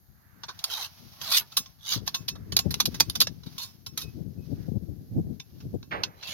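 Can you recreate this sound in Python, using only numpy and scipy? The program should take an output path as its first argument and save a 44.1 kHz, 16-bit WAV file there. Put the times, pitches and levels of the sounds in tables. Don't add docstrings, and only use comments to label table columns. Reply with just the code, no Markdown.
import sys
import numpy as np
from scipy import signal
from scipy.fft import rfft, irfft
from scipy.io import wavfile
from scipy.ndimage import uniform_filter1d

SR = 44100
rng = np.random.default_rng(int(sys.argv[2]) if len(sys.argv) > 2 else 0)


def transcribe(signal):
    frames = np.atleast_2d(signal).T
    limited = np.clip(frames, -1, 1)
    pcm = np.round(limited * 32767).astype(np.int16)
    wavfile.write(sys.argv[1], SR, pcm)


N = 279153
T = np.arange(N) / SR
PORT_LAG_S = 0.00008

# frequency_hz, gain_db
WIND_SPECTRUM = [(25, -28), (60, -2), (100, 3), (170, 0), (280, -8), (420, -16), (700, -33), (1400, -64)]
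# frequency_hz, gain_db
BREEZE_TILT = [(90, 2), (300, -6.5)]
# middle_s, half_length_s, level_db, left_minus_right_db
GUSTS = [(1.3, 0.19, -55.5, 2.5), (2.002, 0.067, -40, 22), (2.416, 0.22, -47.5, -0.5),
         (2.728, 0.39, -35.5, 11.5), (3.16, 0.33, -44, 10.5), (4.183, 0.36, -44, 16),
         (4.682, 0.38, -36, 11.5), (5.179, .07, -32, 0), (5.279, 0.069, -35.5, 14.5), (5.698, 0.15, -40, 2),
         (5.99, 0.1, -43, 15.5), (6.33, 0.075, -49, -20.5)]
# middle_s, relative_level_db, half_length_s, left_minus_right_db
EDDIES = [(0.379, -56.5, 0.037, 30), (1.042, -48.5, 0.057, 13), (1.603, -43.5, 0.019, 15),
          (1.97, -30, .014, 30), (2.022, -37.5, 0.02, 26), (2.666, -20.5, 0.015, 36),
          (2.883, -27.5, 0.0083, 22), (3.468, -32.5, 0.011, 11), (4.196, -30.5, 0.04, 24.5),
          (4.526, -25.5, 0.014, 11), (4.687, -27.5, 0.0079, 25), (4.719, -23.5, 0.0034, 32),
          (4.763, -25.5, 0.013, 31.5), (5.165, -22, 0.01, -17), (5.191, -22.5, 0.017, 4.5),
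          (5.269, -31.5, 0.008, 11.5), (5.322, -38, 0.025, 23), (5.749, -26.5, 0.011, 19)]
# frequency_hz, gain_db
EDDY_SPECTRUM = [(25, -43), (60, -19.5), (100, -0.5), (160, -0.5), (280, -7), (450, -18.5), (750, -31),
                 (1400, -68)]
# frequency_hz, gain_db
HISS_SPECTRUM = [(180, -30), (300, -5), (447, -14), (798, -6), (958, -24), (2310, -30), (3440, -18.5),
                 (4410, -12), (5840, -17.5), (6670, -11), (7490, -34), (12700, -4), (15800, -20)]
# middle_s, half_length_s, level_db
RUSH_SWELLS = [(.52, .28, -65.5), (2.45, 0.46, -68.5), (4.62, 0.053, -68)]
# middle_s, half_length_s, level_db
ARM_MOVES = [(.68, 0.18, -56), (1.13, 0.3, -53.5), (1.6, 0.093, -53), (2.15, 0.11, -56),
             (2.95, 0.27, -52.5), (3.6, 0.13, -54.5), (4.04, .12, -59), (4.57, 0.14, -61.5),
             (5.6, 0.13, -64.5), (6.33, .12, -63)]
# frequency_hz, gain_db
CLOTH_SPECTRUM = [(350, -44.5), (600, -6.5), (915, -6.5), (1710, -11.5), (2130, -11), (5440, -3.5),
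                  (6490, -10), (7430, -35), (11500, -11), (15500, -13)]
# start_s, level_db, bass_db, treble_db, chatter_s, freedom (to ring, 0-1)
BLOWS = [(0.434, -34.5, 12.5, -19, 0.0051, 0.44), (0.483, -33.5, 13, -16.5, 0.011, 0.1),
         (0.59, -37.5, -2, -9, 0.004, 0.1), (0.64, -20, -3.5, -6, 0.0024, 0.4),
         (1.214, -32, 2, -11.5, 0.0013, 0.2), (1.315, -21.5, 6, -4.5, 0.0077, 0.53),
         (1.519, -43, 6.5, -10, 0.0066, 0.66), (1.568, -15.5, -0.5, -0.5, 0.0069, 0.55),
         (1.659, -42.5, -1, -31, 0.0026, 0.58), (1.916, -23.5, 2.5, -24, 0.019, 0.24),
         (2.076, -21.5, 6.5, -13, 0.0034, 0.1), (2.143, -23, 3, -10, 0.0067, 0.65),
         (2.281, -23.5, -1, -7.5, 0.0061, 0.53), (2.353, -46, 23.5, -12, 0.0075, 0.2),
         (2.521, -29.5, 5.5, -8.5, 0.0044, 0.47), (2.567, -10, 6.5, -6.5, 0.0013, 0),
         (2.589, -17, 3, -8, 0.0026, 0.48), (2.706, -29.5, 4, -0.5, 0.007, 0.46),
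         (2.7415, -21.5, -1, -5.5, 0.0013, 0), (2.801, -14.5, 9, -6, 0.0041, 0),
         (2.855, -18.5, 1, -2, 0.0044, 0.2), (2.942, -35, 7, -7, 0.0076, 0.3),
         (3.0003, -18, -6.5, -3, 0.001, 0.5), (3.0044, -9.5, 2, -8, 0.0016, 0),
         (3.098, -23.5, -4, -2.5, 0.0011, 0), (3.153, -25, 1.5, -4, 0.0054, 0.2),
         (3.203, -12.5, -7, -3, 0.0045, 0.41), (3.213, -13, 2.5, -7, 0.0051, 0.41),
         (3.27, -25, 6, -17, 0.0028, 0.1), (3.433, -48, 6, -19, 0.004, 0),
         (3.46, -44.5, 7.5, -6, 0.011, 0.05), (3.581, -31.5, -3.5, -7, 0.002, 0.77),
         (3.623, -39.5, -16, -1, 0.014, 0.91), (3.863, -33.5, -2.5, -6.5, 0.0043, 0.62),
         (3.975, -24.5, 2, -6, 0.0038, 0.46), (4.012, -35, -3.5, -1.5, 0.011, 0.54),
         (5.398, -36.5, -6, -14, 0.0033, 0.44), (5.602, -52.5, 11.5, -13, 0.0062, 0.55),
         (5.828, -44, 10.5, -23.5, 0.0019, 0.68), (6.035, -18.5, -2.5, -17, 0.0024, 0.37),
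         (6.227, -35, 0, -19, 0.0078, 0.16)]
# frequency_hz, gain_db
BLOW_SPECTRUM = [(150, -24.5), (600, -16), (1100, -9.5), (1900, -13), (2800, -7), (3700, 4.5), (4600, 3.5),
                 (5400, -0.5), (6400, -2.5), (7500, -19.5), (8700, -20), (10300, -3.5), (12800, -3),
                 (15500, -12)]
# pitch_hz, level_db, free_t60_s
STEEL_MODES = [(1074, -6, 0.2), (1410, -9.5, 0.047), (1647, -9.5, 0.095), (2620, -12.5, 0.37),
               (3080, -15, .14), (3670, -5.5, .17), (3660, -2.5, 0.19), (4150, -3.5, 0.11), (4530, -8, .14),
               (5350, -5.5, 0.24), (5300, -3.5, 0.35), (5854, -2, .2), (6500, -3, 0.13), (6770, -3.5, 0.25),
               (6976, -7.5, 0.24), (7200, -19, .25), (8450, -12, 0.28), (8835, -11.5, 0.17),
               (9700, -6, 0.09), (10260, -2, 0.16), (10810, -8.5, 0.15), (12400, -2.5, 0.15),
               (13000, -7.5, 0.18), (13820, -7, .14), (14600, -2, .2), (15410, -4, .2)]
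# start_s, hold_s, level_db, attack_s, air_column_m, speed_m_s
STROKES = [(0.713, .14, -34.5, 0.027, .21, 3.5), (1.223, 0.071, -37.5, 0.011, 0.25, 2.2),
           (1.343, 0.041, -18.5, 0.028, 0.49, 3.5), (1.911, .043, -26.5, 0.026, 0.58, -3.5),
           (2.077, .001, -36, 0.0067, 0.25, 1), (3.586, .052, -37, 0.0036, .48, -1.5),
           (3.984, 0.034, -38, 0.0052, 0.25, -1.7), (6.282, 0.13, -34.5, 0.031, 0.13, .5)]
# frequency_hz, gain_db
SCRAPE_SPECTRUM = [(150, -43.5), (600, -28.5), (1100, -18.5), (1900, -16), (2800, -9), (3700, 0.5),
                   (4600, 0), (5400, -5.5), (6400, -5.5), (7500, -21), (8700, -23), (10300, -14.5),
                   (12800, -8), (15500, -18.5)]
# frequency_hz, gain_db
OPEN_MUZZLE = [(2000, 2.5), (2700, 9), (3300, -0.5), (4500, -3), (6000, 0.5), (10000, -5.5)]
# frequency_hz, gain_db
SHOT_SPECTRUM = [(88, -57), (150, -20), (387, -5), (1260, -5), (2150, -7), (2620, -13.5), (4320, -26),
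                 (6230, -37), (7000, -50), (7360, -75.5), (8000, -64), (10400, -93.5), (17600, -120)]


def undb(db):
    return 10 ** (np.asarray(db) / 20)


def unit_rms(x):
    return x / np.sqrt(np.mean(x ** 2) + 1e-18)


def crest(x):
    return np.sqrt(uniform_filter1d(np.mean(x ** 2, axis=0), size=132).max() + 1e-18)


def pan(left_minus_right_db):
    return undb(np.array([[1], [-1]]) * left_minus_right_db / 2)


def add(out, start_s, x):
    i = int(np.clip(start_s * SR, 0, N - 1))
    out[:, i:i + x.shape[1]] += x[:, :N - i]


def colour(x, outline, size=2048):
    hz, db = np.transpose(outline)
    bins_hz = np.maximum(np.fft.rfftfreq(size, 1 / SR), 1)
    gain = undb(np.interp(np.log(bins_hz), np.log(hz), db))
    cepstrum = irfft(np.log(gain))
    cepstrum[1:size // 2] *= 2
    cepstrum[size // 2 + 1:] = 0
    response = irfft(np.exp(rfft(cepstrum)))
    return signal.fftconvolve(x, response[None], axes=1)[:, :x.shape[1]]


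def swells(rows):
    return np.sqrt(sum((undb(db) * .5 ** (((T - s) / half_s) ** 2)) ** 2 for s, half_s, db in rows))


def wander(shape, samples):
    return unit_rms(uniform_filter1d(rng.standard_normal(shape), size=samples))


def grit(shape, spread_db):
    return unit_rms(rng.standard_normal(shape) * undb(spread_db * np.minimum(rng.exponential(size=shape), 4)))


def ports(x, coherence, lag_s=PORT_LAG_S):
    n = np.arange(x.shape[1])
    delayed = np.interp(n - np.round(lag_s * SR), n, x[0], left=0)
    return np.sqrt(coherence) * np.array([x[0], delayed]) + np.sqrt(1 - coherence) * x[1:]


def turbulence(flurry_db):
    flurry = undb(flurry_db * wander((2, N), 1500))
    return unit_rms(colour(flurry * rng.standard_normal((2, N)), WIND_SPECTRUM))


def port_levels(mean_db, pan_db):
    return mean_db + 20 * np.log10(unit_rms(pan(pan_db)))


def wind(eddy_gain_db=2):
    breeze = colour(turbulence(flurry_db=3), BREEZE_TILT) * undb(port_levels(mean_db=-58, pan_db=10.5))
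    gusts = [(s, half_s, port_levels(db, pan_db)) for s, half_s, db, pan_db in GUSTS]
    out = breeze + turbulence(flurry_db=4) * swells(gusts)
    t = np.arange(-SR // 10, SR // 10) / SR
    for middle_s, level_db, half_s, pan_db in EDDIES:
        burst = rng.standard_normal((2, len(t))) * np.exp(-(t / half_s) ** 2)
        thump = colour(burst, EDDY_SPECTRUM) * pan(pan_db)
        add(out, middle_s + t[0], thump * undb(level_db + eddy_gain_db) / crest(thump))
    return out


def air(hiss_db=-66, rush_rest_db=-81.5):
    hiss = unit_rms(colour(rng.standard_normal((2, N)), HISS_SPECTRUM))
    rush_band = [(300, -19), (900, -5), (1700, -0.5), (2500, -13), (5000, -30)]
    rush = unit_rms(colour(rng.standard_normal((2, N)), rush_band))
    return undb(hiss_db) * hiss + np.hypot(swells(RUSH_SWELLS), undb(rush_rest_db)) * rush * pan(-12)


def sleeve(start_s=0.36, rise_s=0.089, rest_db=-70.5, flutter_db=1.5):
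    flutter = undb(flutter_db * wander(N, 900))
    fibres = colour(ports(grit((3, N), spread_db=3.5), coherence=0.081), CLOTH_SPECTRUM)
    onset = np.clip((T - start_s) / rise_s, 0, 1)
    return unit_rms(fibres) * onset * np.hypot(swells(ARM_MOVES), undb(rest_db)) * flutter * pan(-2.5)


def barrel(force, t60_s, body_db):
    t = np.arange(SR // 10) / SR
    response = undb(-60 * t / t60_s) * rng.standard_normal((len(force), len(t)))
    response *= undb(body_db) / np.sqrt(np.sum(response ** 2, axis=1, keepdims=True))
    response[:, 0] = 1
    return signal.fftconvolve(force, response, axes=1)[:, :force.shape[1]]


def contact_spectrum(depth_db, spacing_hz):
    hz = np.arange(1, 121) * spacing_hz
    return np.transpose([hz, depth_db * np.clip(rng.standard_normal(len(hz)), -2, 2)])


def steel_ring(t, freedom, scatter_db=4.5, detune=0.036):
    hz, db, t60_s = np.transpose(STEEL_MODES)[:, :, None]
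    held_t60_s = t60_s * np.clip(freedom, .1, 1)
    amplitude = undb(db + scatter_db * rng.standard_normal(hz.shape) - 60 * t / held_t60_s)
    hz = hz * (1 + detune * (1 - freedom) * rng.standard_normal(hz.shape))
    phase = rng.uniform(0, 2 * np.pi, hz.shape) + 0.18 * rng.standard_normal((2,) + hz.shape)
    phase[1] -= 2 * np.pi * hz * PORT_LAG_S
    return np.sum(amplitude * np.sin(2 * np.pi * hz * t + phase), axis=1)


def clacks(rise_share=0.59, graze_db=-25, graze_s=0.0012):
    out, t = np.zeros((2, N)), np.arange(-SR // 80, SR // 4) / SR
    age_s = np.maximum(t, 0)
    for start_s, level_db, bass_db, treble_db, chatter_s, freedom in BLOWS:
        progress = age_s / chatter_s
        attack = 1 - np.exp(-progress / rise_share)
        force = attack * np.exp(-progress) + undb(graze_db) * np.exp(-abs(t) / graze_s)
        knock = barrel(force * grit((3, len(t)), spread_db=4), t60_s=0.062, body_db=-5)
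        knock = colour(ports(knock, coherence=0.46), BLOW_SPECTRUM)
        knock = colour(knock, contact_spectrum(depth_db=4, spacing_hz=190))
        ring = attack * steel_ring(age_s, freedom)
        knock = colour(knock, [(1400, bass_db), (2800, 0.0048)])
        blow = knock / crest(knock) + freedom ** 2 * ring / crest(ring)
        blow = colour(blow, [(6500, 0), (10000, treble_db)])
        add(out, start_s + t[0], blow * undb(level_db) / crest(blow))
    return out * pan(-3)


def moving_contact(rub, t, step_s=0.0332):
    out = 0
    for middle_s in np.arange(0, .31, step_s):
        weight = np.sqrt(np.maximum(1 - abs(t - middle_s) / step_s, 0))
        out = out + weight * colour(rub, contact_spectrum(depth_db=7, spacing_hz=210))
    return out


def bore(noise, t, length_m, reflection=-0.7):
    round_trip_s = 2 * length_m / 343
    wave = total = noise
    for _ in range(6):
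        wave = reflection * np.interp(t - round_trip_s, t, wave, left=0)
        total = total + wave
    band = [(200, -33.5), (420, -20), (950, -6), (1400, -8.5), (2000, -17), (5000, -35)]
    return unit_rms(colour(total[None], band))


def scrapes(lead_s=0.125, release_s=0.013, judder_db=3, fast_m_s=1.5):
    out, t = np.zeros((2, N)), np.arange(SR // 3) / SR
    age_s = t - lead_s
    for start_s, hold_s, level_db, attack_s, column_m, speed_m_s in STROKES:
        push = np.exp(np.minimum(age_s, 0) / attack_s - np.maximum(age_s - hold_s, 0) / release_s)
        push_db = level_db + 20 * np.log10(push + 1e-9)
        judder = undb(judder_db * wander(len(t), 130))
        rub = barrel(judder * grit((3, len(t)), spread_db=2), t60_s=0.021, body_db=-4)
        rub = moving_contact(ports(rub, coherence=0.13), t)
        rub = undb(push_db) * unit_rms(colour(rub, SCRAPE_SPECTRUM))
        length_m = column_m + speed_m_s * np.clip(age_s, -attack_s, hold_s)
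        jerks = np.interp(t, np.linspace(0, t[-1], 20), rng.standard_normal(20))
        hollow = bore(rng.standard_normal(len(t)), t, length_m * (1 + 0.02 * jerks))
        hollow_db = -26 + 0.61 * np.minimum(push_db, -35) + 2 * jerks
        speed_db = 0 if speed_m_s > fast_m_s else -9
        add(out, start_s - lead_s, rub + hollow * undb(hollow_db + speed_db))
    return out * pan(-3)


def free_rod(first_s=4.06, swing_s=0.362, half_s=0.037, level_db=-55.5, fade_db=15, hz=2540, beat_hz=23):
    swings = [(first_s + k * swing_s, half_s, level_db - k * fade_db) for k in range(2)]
    pair = np.sin(2 * np.pi * hz * T) + .5 * np.sin(2 * np.pi * (hz + beat_hz) * T)
    return swells(swings) * pair * pan(-2.2)


def open_muzzle(steel, hand_off_s=4.7):
    return np.where(T < hand_off_s, steel, colour(steel, OPEN_MUZZLE))


def far_shot(arrival_s=5.909, attack_s=0.015, hold_s=0.03, report_t60_s=0.35, roll_t60_s=3.2,
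             crack_tilt_db=8.5, echo_tilt_db=-3.5, dulling_s=0.018, pivot_hz=1000):
    age_s = np.maximum(T - arrival_s, 0)
    report = undb(-30.5 - 60 * np.maximum(age_s - hold_s, 0) / report_t60_s)
    roll = undb(-55 - 60 * age_s / roll_t60_s)
    envelope = np.minimum(age_s / attack_s, 1) * np.hypot(report, roll)
    echoes = ports(grit((3, N), spread_db=1), coherence=0.91, lag_s=0.00042)
    echoes = unit_rms(colour(echoes, SHOT_SPECTRUM))
    bass = signal.sosfiltfilt(signal.butter(2, pivot_hz, fs=SR, output="sos"), echoes)
    tilt = undb(echo_tilt_db + (crack_tilt_db - echo_tilt_db) * np.exp(-age_s / dulling_s))
    return (bass / tilt + (echoes - bass) * tilt) * envelope * pan(-6)


def scene():
    return open_muzzle(clacks() + scrapes()) + free_rod() + sleeve() + wind() + far_shot() + air()


def record(dry):
    low_pass = signal.ellip(10, .2, 80, 16000, fs=SR, output="sos")
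    return signal.sosfilt(low_pass, np.clip(dry, -1, 1))


dry = scene()
out = record(dry)
transcribe(out)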